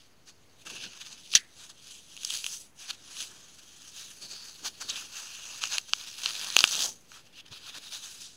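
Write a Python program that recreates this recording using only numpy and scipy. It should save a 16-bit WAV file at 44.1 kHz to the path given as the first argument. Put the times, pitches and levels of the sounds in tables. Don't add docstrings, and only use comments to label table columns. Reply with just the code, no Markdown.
import sys
import numpy as np
from scipy import signal
from scipy.fft import rfft, irfft, next_fast_len
from scipy.io import wavfile
from scipy.ndimage import uniform_filter1d, map_coordinates

SR = 44100
rng = np.random.default_rng(int(sys.argv[2]) if len(sys.argv) > 2 else 0)


def bounce(signal):
    frames = np.transpose(np.atleast_2d(signal))
    limited = np.clip(frames, -1, 1)
    pcm = np.round(limited * 32767).astype(np.int16)
    wavfile.write(sys.argv[1], SR, pcm)


def ratio(d):
    e = np.asarray(d, float) / 20
    return 10 ** e


N = 368676
SLIT_HZ = 6350


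def unit(x):
    return x / np.sqrt(np.mean(x ** 2) + 1e-20)


def along(points, hz):
    f, v = np.transpose(points)
    return np.interp(np.log(hz + 1), np.log(f + 1), v)


def curves(rows):
    s, *cols = np.transpose(rows)
    return [np.interp(np.arange(N) / SR, s, c) for c in cols]


def wobble(rate):
    knots = rng.standard_normal(int(N * rate / SR) + 4)
    return map_coordinates(knots, [np.arange(N) * rate / SR])


def filtered(x, response):
    m = 2 * next_fast_len(len(x) // 2 + 2048)
    return irfft(rfft(x, m) * response(np.fft.rfftfreq(m, 1 / SR)), m)[..., :len(x)]


def band(lo, hi):
    return lambda hz: 1 / np.sqrt((1 + (lo / (hz + 1)) ** 12) * (1 + (hz / hi) ** 12))


def resonance(centre_hz, width):
    return lambda f: 1j * f * width / (centre_hz ** 2 - f * f + 1j * f * width)


def crackle():
    grain_bands = [
        (2100, 5500),
        (5500, 9000),
        (9000, 11000),
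        (250, 2100),
        (11000, 17000),
    ]
    # time in seconds, ring of the hollow hand in Hz, its strength in dB,
    # grit from 0 (rubbing) to 1 (crushing).
    grip = [(0, 4600, -3, 0.33), (.55, 4560, 5, .27), (.62, 2720, 7, 0.31), (.86, 2720, 3, .35),
            (1.15, 2720, -14.5, 0.52), (1.3, 4510, -5, 0.53), (1.9, 2960, 2.5, .2), (2.3, 3250, -1, .3),
            (2.5, 4900, -20, 0.33), (2.85, 3550, -7, 0.21), (3.9, 3200, 1.5, .16), (4.17, 4500, -7, .17),
            (4.22, 4550, 9.5, 0.19), (4.47, 4410, 9.5, .18), (4.56, 4400, -6, 0.17), (4.66, 4370, 3, .18),
            (4.85, 4200, 2.5, .2), (4.9, 4090, 12, .2), (4.97, 2860, 0.5, .15), (5.75, 2720, 1, .4),
            (6.3, 4510, -14, 0.55), (6.7, 3290, -17, 0.49), (7.4, 2780, 4, .2), (7.52, 3500, -3, 0.24),
            (8.36, 3980, 0, 0.14)]
    # time in seconds, dustiness in dB, bulk of the piece in dB.
    manner = [(0, -8, 6.5), (.6, 2, -0.5), (.85, -7, -2.5), (1.1, -3.5, 2.5), (1.33, 7.5, -22),
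              (1.6, 0.5, 6), (2.0, 4.5, -11), (2.35, 11, -11), (2.6, 17, -11), (2.9, -4.5, 0.5),
              (3.3, -1.5, 8), (4.0, 5.5, -3), (4.7, 1, 2.5), (5.7, 1.5, -9), (6.5, -1, 1.5),
              (6.88, 11.5, 0), (7.45, -13, 3), (8.2, 10, 1)]
    # time in seconds, level in dB.
    sheen = [(0, 2.5), (1.5, 1.5), (1.65, 4), (1.78, 1), (1.96, 7.5), (2.15, 1.5), (3.0, 4), (3.2, 7),
             (3.45, -1.5), (8.36, -2.5)]
    # time in seconds, level in dB.
    air = [(0, -6), (.6, -6), (1.9, -9.5), (2.5, -5.5), (3.2, -6.5), (4.2, -2), (4.8, 0), (7.4, -1),
           (7.6, 0.5), (8.15, -4.5), (8.36, -21)]
    # share in dB, then dB per dB of dustiness, of bulk,
    # of openness and of force.
    fine = (-13, 1.27, 1.1, 1.04, -0.1)
    finest = (-13, 0.6639, 0.23, -0.04, -0.1525)
    coarse = (-14, 0.03, 1, 1.03, 0.14)
    usual_force_db = -48

    ring_hz, ring_db, grit = curves(grip)
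    force_db, openness = strokes()
    state = [np.ones(N), *curves(manner), openness, force_db - usual_force_db]
    fine_db, finest_db, coarse_db = np.array([fine, finest, coarse]) @ state
    air_db = finest_db - 0.5 + curves(air)[0]
    shares = [0, fine_db, finest_db + curves(sheen)[0], coarse_db, air_db]

    cells = ruptures(grit)
    cells /= np.sqrt(np.abs(uniform_filter1d(cells ** 2, size=2500)))
    cells = cupped(filtered(cells, housing), ring_hz * ratio(0.12 * wobble(15)), ring_db)
    mix = 0
    for (lo, hi), share_db in zip(grain_bands, shares):
        grains = unit(filtered(cells, band(lo, hi)))
        mix = mix + ratio(share_db + 0.43 * wobble(40)) * grains
    return ratio(force_db) * mix


def strokes():
    # peak time in seconds, peak level in dB, rise in ms, fall in ms,
    # openness of the hand in dB. Both hands bend the block:
    bending = [(.29, -55, 17, 18, 4.5), (.626, -55, 28, 8.2, -13), (.654, -50.5, 1.2, 15, 8),
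               (.673, -41, 8, 12.6, 8.5), (.707, -44, 12, 15, 8.5), (.767, -42, 44, 17, 1.5),
               (.835, -38.5, 27, 28, -4), (.978, -51, 110, 11, 5.5), (1.017, -43.5, 13, 14.4, -0.5),
               (1.066, -45.5, 11, 15, -1.5), (1.132, -51.5, 33, 19, 8.5), (1.189, -57.5, 19, 16, 4),
               (1.318, -47, 2.5, 11, -10), (1.334, -36, 10, 12, -15), (1.358, -20.5, 5, 11, -1.5),
               (1.38, -46.5, 7.7, 22, 10)]
    left_crush = [(1.639, -52, 66, 29, 0), (1.7, -50, 5.1, 12.4, 2.5), (1.92, -49.5, 83, 73, 0),
                  (2.13, -55, 67, 80, 5), (2.27, -45.5, 54, 71, 5), (2.305, -37, 6, 4.2, -16),
                  (2.34, -37.5, 30, 42, 1), (2.463, -46.5, 40, 46, 3), (2.535, -48, 44, 32, 8),
                  (2.6, -55.5, 28, 46, -8.5), (2.822, -49, 27.4, 63, 4.5), (2.907, -37.5, 19, 5.4, 1),
                  (2.93, -51.5, 15, 25, 0), (3.14, -52, 94, 170, 1.5), (3.209, -40.5, 38, 37, -12.5),
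                  (3.594, -53, 7.8, 6.5, -4), (3.896, -57, 110, 16, 7.5), (3.991, -47.5, 36, 67, 4),
                  (4.106, -52.5, 3, 18, 10), (4.225, -45.5, 9.4, 34, 4), (4.33, -46, 41, 42, 6),
                  (4.461, -47.5, 92, 37, 3.5)]
    right_crush = [(4.662, -37.5, 14.4, 15.4, 5), (4.68, -35, 10, 5.2, -3), (4.816, -42, 7.9, 16.3, 9),
                   (4.895, -35, 7, 18, 3.5), (4.967, -42.5, 94, 65, 5), (5.175, -44, 44, 79, 7),
                   (5.346, -49, 56, 15, 3), (5.433, -49, 16, 7.6, -1), (5.598, -46.5, 280, 2.4, 11.5),
                   (5.642, -37.5, 21.7, 24, 12.5), (5.746, -34, 36, 28.4, 10), (5.893, -48.5, 7.7, 5.9, 11),
                   (6.004, -48.5, 76, 93, 7.5), (6.077, -46.5, 5.4, 19, 7), (6.274, -39, 67, 32, 1.5),
                   (6.442, -40.5, 140, 22, -1.5), (6.589, -34, 31, 57, -4.5), (6.645, -38, 4.9, 9.7, 1),
                   (6.75, -38.5, 92, 5.7, -3), (6.828, -37.5, 104, 39, -1.5)]
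    regrip = [(7.155, -53, 34, 42, 7), (7.268, -57, 15, 9.4, -1), (7.406, -46, 37, 4.1, -4.5),
              (7.458, -59, 3.1, 45, 1), (7.483, -50.5, 2.5, 4, -3), (7.522, -45.5, 7.6, 24, 0),
              (7.564, -47, 13, 20, -2), (7.7, -45, 58, 6.8, 2.5), (7.777, -43, 36, 7.6, 4.5),
              (7.864, -48.5, 57, 44, -1), (7.938, -40.5, 18, 39, 0.5), (8.041, -45.5, 18, 51, 1),
              (8.104, -52, 12, 180, -2.5), (8.219, -49.5, 15, 45, 0)]
    # time in seconds, level in dB.
    contact = [(0.0, -63), (0.15, -73.5), (0.55, -69.5), (0.9, -72), (1.3, -53), (1.5, -68.5), (2.05, -71),
               (2.73, -81), (3.0, -71.5), (3.4, -60), (3.85, -59), (4.6, -56.5), (5.5, -73), (5.85, -57.5),
               (6.5, -42), (7.0, -70), (7.44, -67), (8.36, -75)]
    drop_db, roundness = 6, 1.51

    ms = 1000 * np.arange(0, N + 64, 64) / SR
    rows = bending + left_crush + right_crush + regrip
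    s, peak_db, rise, fall, openness = np.transpose(rows)[..., None]
    late = ms - 1000 * s
    span = np.where(late < 0, abs(rise) + .1, abs(fall) + .1)
    power = ratio(2 * (peak_db - drop_db * np.abs(late / span) ** roundness))
    total = power.sum(axis=0) + ratio(2 * np.interp(ms / 1000, *np.transpose(contact)))
    mean_openness = (power * openness).sum(axis=0) / total
    return curves(np.transpose([ms / 1000, 10 * np.log10(total), mean_openness]))


def ruptures(grit):
    chance = rng.random(N)
    size = np.minimum(rng.exponential(1, N), 2.5)
    starts = (chance < 400 / SR) * ratio(4.3 * size)
    u = np.arange(SR // 200) / SR / 0.00029
    clusters = np.abs(signal.fftconvolve(starts, u * np.exp(1 - u))[:N])
    swell = ratio(0.85 * wobble(60) + 1.1 * wobble(300))
    return swell * (1 + 1.6 * np.clip(grit, 0, 1.5) ** 2 * clusters) * rng.standard_normal(N)


def cupped(cells, centre, strength_db):
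    hollow_hz = [2700, 3200, 3800, 4500, 5100]
    # time in seconds, strength in dB.
    slit = [(0, -1.5), (.7, 0), (1.5, -1.5), (2.4, -4.5), (3.2, -1.5), (4.4, -1.5), (4.85, -2), (5.1, 1),
            (6.0, 2), (6.5, -8), (6.72, -4.5), (6.9, 6.5), (7.1, -10.5), (8.36, -9.5)]
    rung = 0
    for hz in hollow_hz:
        nearness = np.exp(-(np.log(centre / hz) / 0.084) ** 2)
        rung = rung + nearness * filtered(cells, resonance(hz, width=320))
    whistle = ratio(curves(slit)[0]) * filtered(cells, resonance(SLIT_HZ, width=900))
    coloured = cells + ratio(strength_db) * rung + whistle
    return coloured / np.sqrt(1 + 0.44 * ratio(strength_db) + 0.21 * ratio(2 * strength_db))


def patchy(x, depth_db):
    z = signal.stft(x, nperseg=256)[2]
    field = uniform_filter1d(rng.standard_normal(z.shape), size=5, axis=0)
    field = uniform_filter1d(field, size=14, axis=1)
    return signal.istft(z * ratio(depth_db * unit(field)), nperseg=256)[1][:N]


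def snaps():
    bowl_s, bowl_db, bowl_hz = .0024, -21.5, 3500
    out = np.zeros(N + SR)
    t = np.arange(SR // 32) / SR
    push = t / .0001 * np.exp(-t / .0001)
    jolt = filtered(push, lambda f: housing(f) * resonance(1600, width=1200)(f) ** 2)
    thud = filtered(push, lambda f: -.3 * resonance(750, width=800)(f) - 0.02 * resonance(220, width=400)(f))
    thud = thud / np.abs(jolt).max()
    jolt = jolt / np.abs(jolt).max()
    for s, db, tone_hz, ms, jolt_db, second_hz, second_db, bright_db, thud_db, clean, steep in all_snaps():
        crack = torn_wall(t, tone_hz, ms, second_hz, second_db, bright_db, clean, steep)
        block = ratio(jolt_db - 8.0) * (jolt + ratio(thud_db) * thud)
        out[round(s * SR):][:len(t)] += ratio(db + 0.64) * (crack + block)

    def bowl(f):
        return 1 + ratio(bowl_db) * np.exp(-2j * np.pi * f * bowl_s) / (1 + 1j * f / bowl_hz) ** 2

    return filtered(out[:N], bowl)


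def torn_wall(t, tone_hz, ms, second_hz, second_db, bright_db, clean, steep):
    u = t / (0.00037 * np.clip(ms, .5, 6))
    tear = u ** 0.15 * np.exp(-.75 * u) + 0.035 * ratio(-60 * t / 0.025)
    burst = tear * rng.standard_normal(len(t)) + clean * (t == 0)
    piece = resonance(tone_hz, width=0.3 * tone_hz)
    second = resonance(second_hz, width=0.11 * second_hz)

    def colour(f):
        thin = (1j * f / (.47 * tone_hz + 1j * f)) ** 2
        body = (.4 + piece(f)) / (1 + 1j * f / (tone_hz + 1800 * ms)) ** steep
        treble = ratio(bright_db) * 0.22 * resonance(9600, width=3500)(f) ** 2
        return housing(f) * thin * (body + treble - 1j * ratio(second_db) * second(f))

    crack = filtered(burst, colour)
    return crack / np.abs(crack).max()


def all_snaps():
    # time in seconds, peak in dB, piece tone in Hz, tear length in ms.
    break_snaps = [
        (1.3375, -15, 3140, 2.8),
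        (1.3507, -8.5, 4720, 1.1),
        (1.3521, -0.5, 5850, 1),
        (1.3531, -1.5, 5400, 0.79),
        (1.3557, -8, 6310, 1.2),
        (1.3576, -8.5, 6100, 1.4),
        (1.3612, -13, 6100, 1.5),
        (1.3665, -15, 4400, 1.5),
        (1.37, -13, 3120, 1.1),
        (1.3752, -17, 3550, 1.8),
    ]
    left_snaps = [(2.1665, -31, 3000, 1.7), (2.2335, -23.5, 3180, 3.6), (2.248, -18, 5900, 2),
                  (2.2497, -14.5, 5000, 1.2), (2.3022, -22, 5120, 2.1), (2.3053, -15, 3320, 1.2),
                  (2.3735, -19.5, 6300, 0.99), (2.4429, -17.5, 3300, 1.9), (2.4646, -15, 3140, 1.3),
                  (3.218, -25.5, 3500, 1.2), (3.2258, -26, 6480, 1.4)]
    crumble_snaps = [(5.656, -23, 5810, .9), (5.673, -23, 6350, 3.7), (6.2345, -20, 4580, 1.8),
                     (6.2679, -24, 3060, 0.79), (6.3065, -23, 3010, 3.5), (6.3945, -24, 4700, 1.4),
                     (6.4705, -23, 4600, 2.8), (6.5022, -18.5, 4350, 1.8), (6.5812, -24.5, 4500, 4),
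                     (6.61, -18, 4400, 2.3), (6.629, -28, 3980, 1.5), (6.6482, -19, 6500, 3),
                     (6.6754, -17, 6300, 3.7), (6.711, -19, 5990, 1.5), (6.7275, -16.5, 6350, 1.1),
                     (6.7403, -24, 6570, 1.1), (6.7477, -16, 3140, 0.96), (6.7533, -15, 6400, 1.2),
                     (6.7665, -20, 6330, 1.5), (6.792, -19, 3100, 1.9), (6.8064, -19, 6100, 2.5),
                     (6.8623, -19.5, 6500, 1.2), (7.1182, -36.5, 1370, 1.8), (7.463, -42, 2980, 6)]
    cell_pops = [(0.6698, -37, 2780, 1.2), (1.016, -44, 3080, 1.4), (1.0641, -34, 4260, 1.2),
                 (1.3172, -30, 6030, 1.2), (1.3198, -35, 4480, 1.2), (2.176, -31, 3140, 0.98),
                 (2.2897, -32, 2890, 1.2), (2.3247, -23, 3790, 1.2), (2.3389, -23, 5170, 1.2),
                 (2.3467, -29, 6330, 1.2), (2.3654, -24, 6160, 1.2), (2.3879, -25, 6240, 1.2),
                 (2.3932, -37, 3270, 1.2), (2.5277, -29, 6330, 1.1), (2.9028, -23, 4170, 1.5),
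                 (2.9053, -28, 3270, 1.7), (2.9088, -18, 3650, 1.3), (3.1685, -29, 3190, 1.2),
                 (3.2047, -23.5, 3630, 1.3), (3.8924, -40, 5810, 1.1), (4.6628, -25, 4520, 1.2),
                 (4.8895, -29, 4090, 1.2), (4.894, -20.5, 4130, 1.9), (4.8981, -19, 6160, 1.2),
                 (4.9006, -18, 6460, 1.4), (4.9034, -20, 4050, 1), (4.9062, -26, 4220, 1.2),
                 (4.9587, -26, 3270, 1.2), (4.9648, -24.5, 2800, 1.2), (5.2712, -35, 6300, 0.37),
                 (5.327, -37, 4870, 1.2), (5.4886, -43, 5830, 1.2),
                 (5.6223, -30, 5430, 1.3), (5.633, -27, 6330, 1.2), (5.7235, -20, 2760, 1.2),
                 (5.9635, -31, 6070, 1.2), (6.0006, -34, 4650, 1.2), (6.012, -29, 2970, 1.2),
                 (6.242, -24, 3320, 1.3), (6.2443, -27, 4740, 1.2), (6.2748, -28, 2930, 1.2),
                 (6.279, -31, 3230, 1.2), (6.288, -30, 4010, 1.2), (6.293, -28, 6240, 1.2),
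                 (6.316, -26, 6290, 1.2), (6.3779, -34, 4090, 1.2), (6.4125, -34, 4820, 1.2),
                 (6.4464, -32, 4820, 1.2), (6.4658, -26, 2970, 1.2), (6.478, -40, 4570, 1.2),
                 (6.5245, -24, 6120, 1.2), (6.5327, -27, 4130, 1.2), (6.543, -27, 2890, 1.2),
                 (6.563, -20, 4220, 1.2), (6.619, -20, 6500, 1.3), (6.6313, -21, 5990, 1.2),
                 (6.6786, -22, 6290, 1.2), (6.6879, -26, 6030, 1.2), (6.718, -19, 6500, 1.2),
                 (6.723, -21, 6330, 1.4), (6.733, -20, 3400, 1.1), (6.7614, -22, 3450, 1.1),
                 (6.775, -21, 3490, 1.2), (6.8038, -17, 3360, 1.3), (6.816, -23, 3620, 1.2),
                 (6.821, -17, 3570, 1.2), (6.8241, -23, 5560, 1.2), (6.8271, -15.5, 3790, 1.3),
                 (6.834, -20, 5560, 1.2), (6.836, -16, 5170, 1.2), (6.843, -16, 6100, 1),
                 (6.848, -20, 5860, 1.2), (6.858, -17, 6160, 1.4), (6.8844, -34, 6420, 1.2),
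                 (6.8908, -27, 6240, 1.2), (7.5254, -32, 3360, 1.2), (7.936, -32, 5380, 1.2),
                 (7.957, -27, 3450, 1.3)]
    # time in seconds, peak in dB, piece tone in Hz,
    # tear length in ms, jolt of the block in dB.
    deep_cracks = [
        (5.638, -9, 2860, 2, -4.5),
        (5.7826, -6.5, 2530, 2.1, -25),
        (5.9345, -2.5, 2900, 0.89, -10.5),
        (6.2597, -6.5, 2900, 1.9, -12),
        (6.5661, 3, 2650, 1.4, -18.5),
        (6.5899, 0.5, 4600, 1.6, -24),
        (6.5931, -11, 4630, 1.4, -15.5),
        (6.6062, -5, 4680, 4, -12),
        (6.6406, 4.5, 2800, 0.3, -14),
    ]
    # second tone in Hz, its level in dB, treble in dB, thud in dB.
    tears = [(4900, -6, 1, -28), (4400, -3, 13, -12), (4470, -3.5, -28, -30), (4200, -4, -3, -28),
             (6500, -3.5, -0.5, 11.5), (3000, -15, -8, 2), (6300, -10, -5, -9), (6400, -16, -8, -9),
             (4400, -18, -4, -15)]
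    # its rows, jolt of the block dB, ring of the finger slit dB, treble of the tear dB
    kinds = [(break_snaps, -27.5, -16, -4.5),
             (left_snaps, -23, -2.5, 14.5),
             (crumble_snaps, -13, -15, -11),
             (cell_pops, -22, -15, -4)]
    clean_deep, steep_deep = 14, 3
    clean_small, steep_small = 4.5, 2.1

    snap_list = [(*row, *tear, clean_deep, steep_deep) for row, tear in zip(deep_cracks, tears)]
    for rows, jolt_db, slit_db, bright_db in kinds:
        for row in rows:
            snap_list.append((*row, jolt_db, SLIT_HZ, slit_db, bright_db, -1, clean_small, steep_small))
    return snap_list


def halves():
    # time in seconds, ring level in dB.
    s, ring_db = (1.352, -40)
    # centre in Hz, width in Hz, level in dB, 60 dB decay in seconds.
    rings = [
        (140, 240, 2, 0.052),
        (1780, 300, 14.5, 0.057),
        (1900, 650, 0, 0.28),
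    ]
    t = np.arange(N) / SR - s
    out = 0
    for hz, width, db, t60 in rings:
        shake = unit(filtered(rng.standard_normal(N), lambda f: resonance(hz, width)(f) ** 2))
        out = out + ratio(ring_db + db - 60 * np.abs(t) / t60) * shake
    return (t > 0) * out


def groan():
    # time in seconds, level in dB, half length in seconds, centre in Hz, width in Hz.
    creaks = [
        (0.842, -46.5, 0.0073, 1580, 200),
        (0.864, -54, 0.0092, 1570, 200),
        (0.865, -54, 0.0073, 202, 150),
        (6.836, -47, 0.059, 696, 700),
        (7.51, -53, 0.012, 124, 90),
    ]
    lumps = ratio(3 * wobble(90)) * rng.standard_normal(N)
    t = np.arange(N) / SR
    out = 0
    for s, db, length, hz, width in creaks:
        tone = unit(filtered(lumps, lambda f: resonance(hz, width)(f) ** 2))
        out = out + ratio(db) * np.exp(-((t - s) / length) ** 2) * tone
    return out


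def handling():
    # time in seconds, level in dB, half length in seconds.
    thumps = [(0.673, -53.5, 0.015), (0.754, -57, 0.069), (0.854, -56, 0.038), (1.338, -59, 0.011),
              (2.358, -67, 0.06), (3.268, -64.5, 0.11), (4.245, -57.5, 0.031), (4.332, -56, 0.024),
              (4.655, -57, 0.037), (4.923, -60, 0.14), (5.72, -71, 0.024), (6.274, -63, 0.037),
              (6.434, -65, 0.13), (6.6, -57.5, 0.056), (6.818, -55.5, 0.11), (7.532, -59, 0.015),
              (7.777, -57, 0.019)]
    t = np.arange(N) / SR
    pressure = sum(ratio(db) * np.exp(-((t - s) / length) ** 2) for s, db, length in thumps)
    lumps = ratio(1.5 * wobble(40)) * rng.standard_normal(N)
    return pressure * unit(filtered(lumps, lambda f: resonance(230, width=520)(f) ** 2))


def room():
    # frequency in Hz, level in dB per Hz.
    spectrum = [(20, -10), (60, -1.5), (120, 0.5), (250, -1.5), (450, -5.5), (1000, -10.5), (3000, -14),
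                (7000, -30.5), (10000, -26.5), (16000, -27)]
    hum = unit(filtered(rng.standard_normal(N), lambda hz: ratio(along(spectrum, hz))))
    return ratio(-64.0 + 0.43 * wobble(3.4)) * hum


def housing(hz):
    # frequency in Hz, level in dB.
    broad = [(100, -42.5), (600, -10.5), (1500, 2), (2800, 3), (4500, 1.5), (6400, 1.5), (7800, -1.5),
             (9900, -6), (11500, -21), (13000, -19), (15500, -20.5), (20000, -34)]
    # centre in Hz, width in Hz, depth in dB.
    dips = [(2065, 534, 14), (5480, 250, 6), (7290, 203, 15.5), (8800, 1020, 13.5), (10700, 500, 5),
            (14500, 340, 8.5)]
    db = along(broad, hz) - sum(depth_db / (1 + ((hz - c) * 2 / w) ** 2) for c, w, depth_db in dips)
    cepstrum = irfft(np.log(ratio(db)))
    half = len(cepstrum) // 2
    cepstrum[1:half] *= 2
    cepstrum[half + 1:] = 0
    return np.exp(rfft(cepstrum))


def scene():
    bed = crackle()
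    rest = snaps() + halves() + groan() + handling() + room()
    return (patchy(bed, depth_db=1.5) + rest)[None]


def low_pass(x):
    return signal.sosfilt(signal.butter(12, 17010, fs=SR, output="sos"), x)


def record(dry):
    def rolloff(hz):
        return ratio(-32 / (1 + np.exp(np.clip((15850 - hz) / 40, -50, 50))))

    narrow = filtered(dry[0], rolloff)
    clipped = narrow / (1 + np.abs(narrow) ** 12) ** (1 / 12)
    mix = clipped[None] - .0009
    return low_pass(mix)


dry = scene()
out = record(dry)
bounce(out)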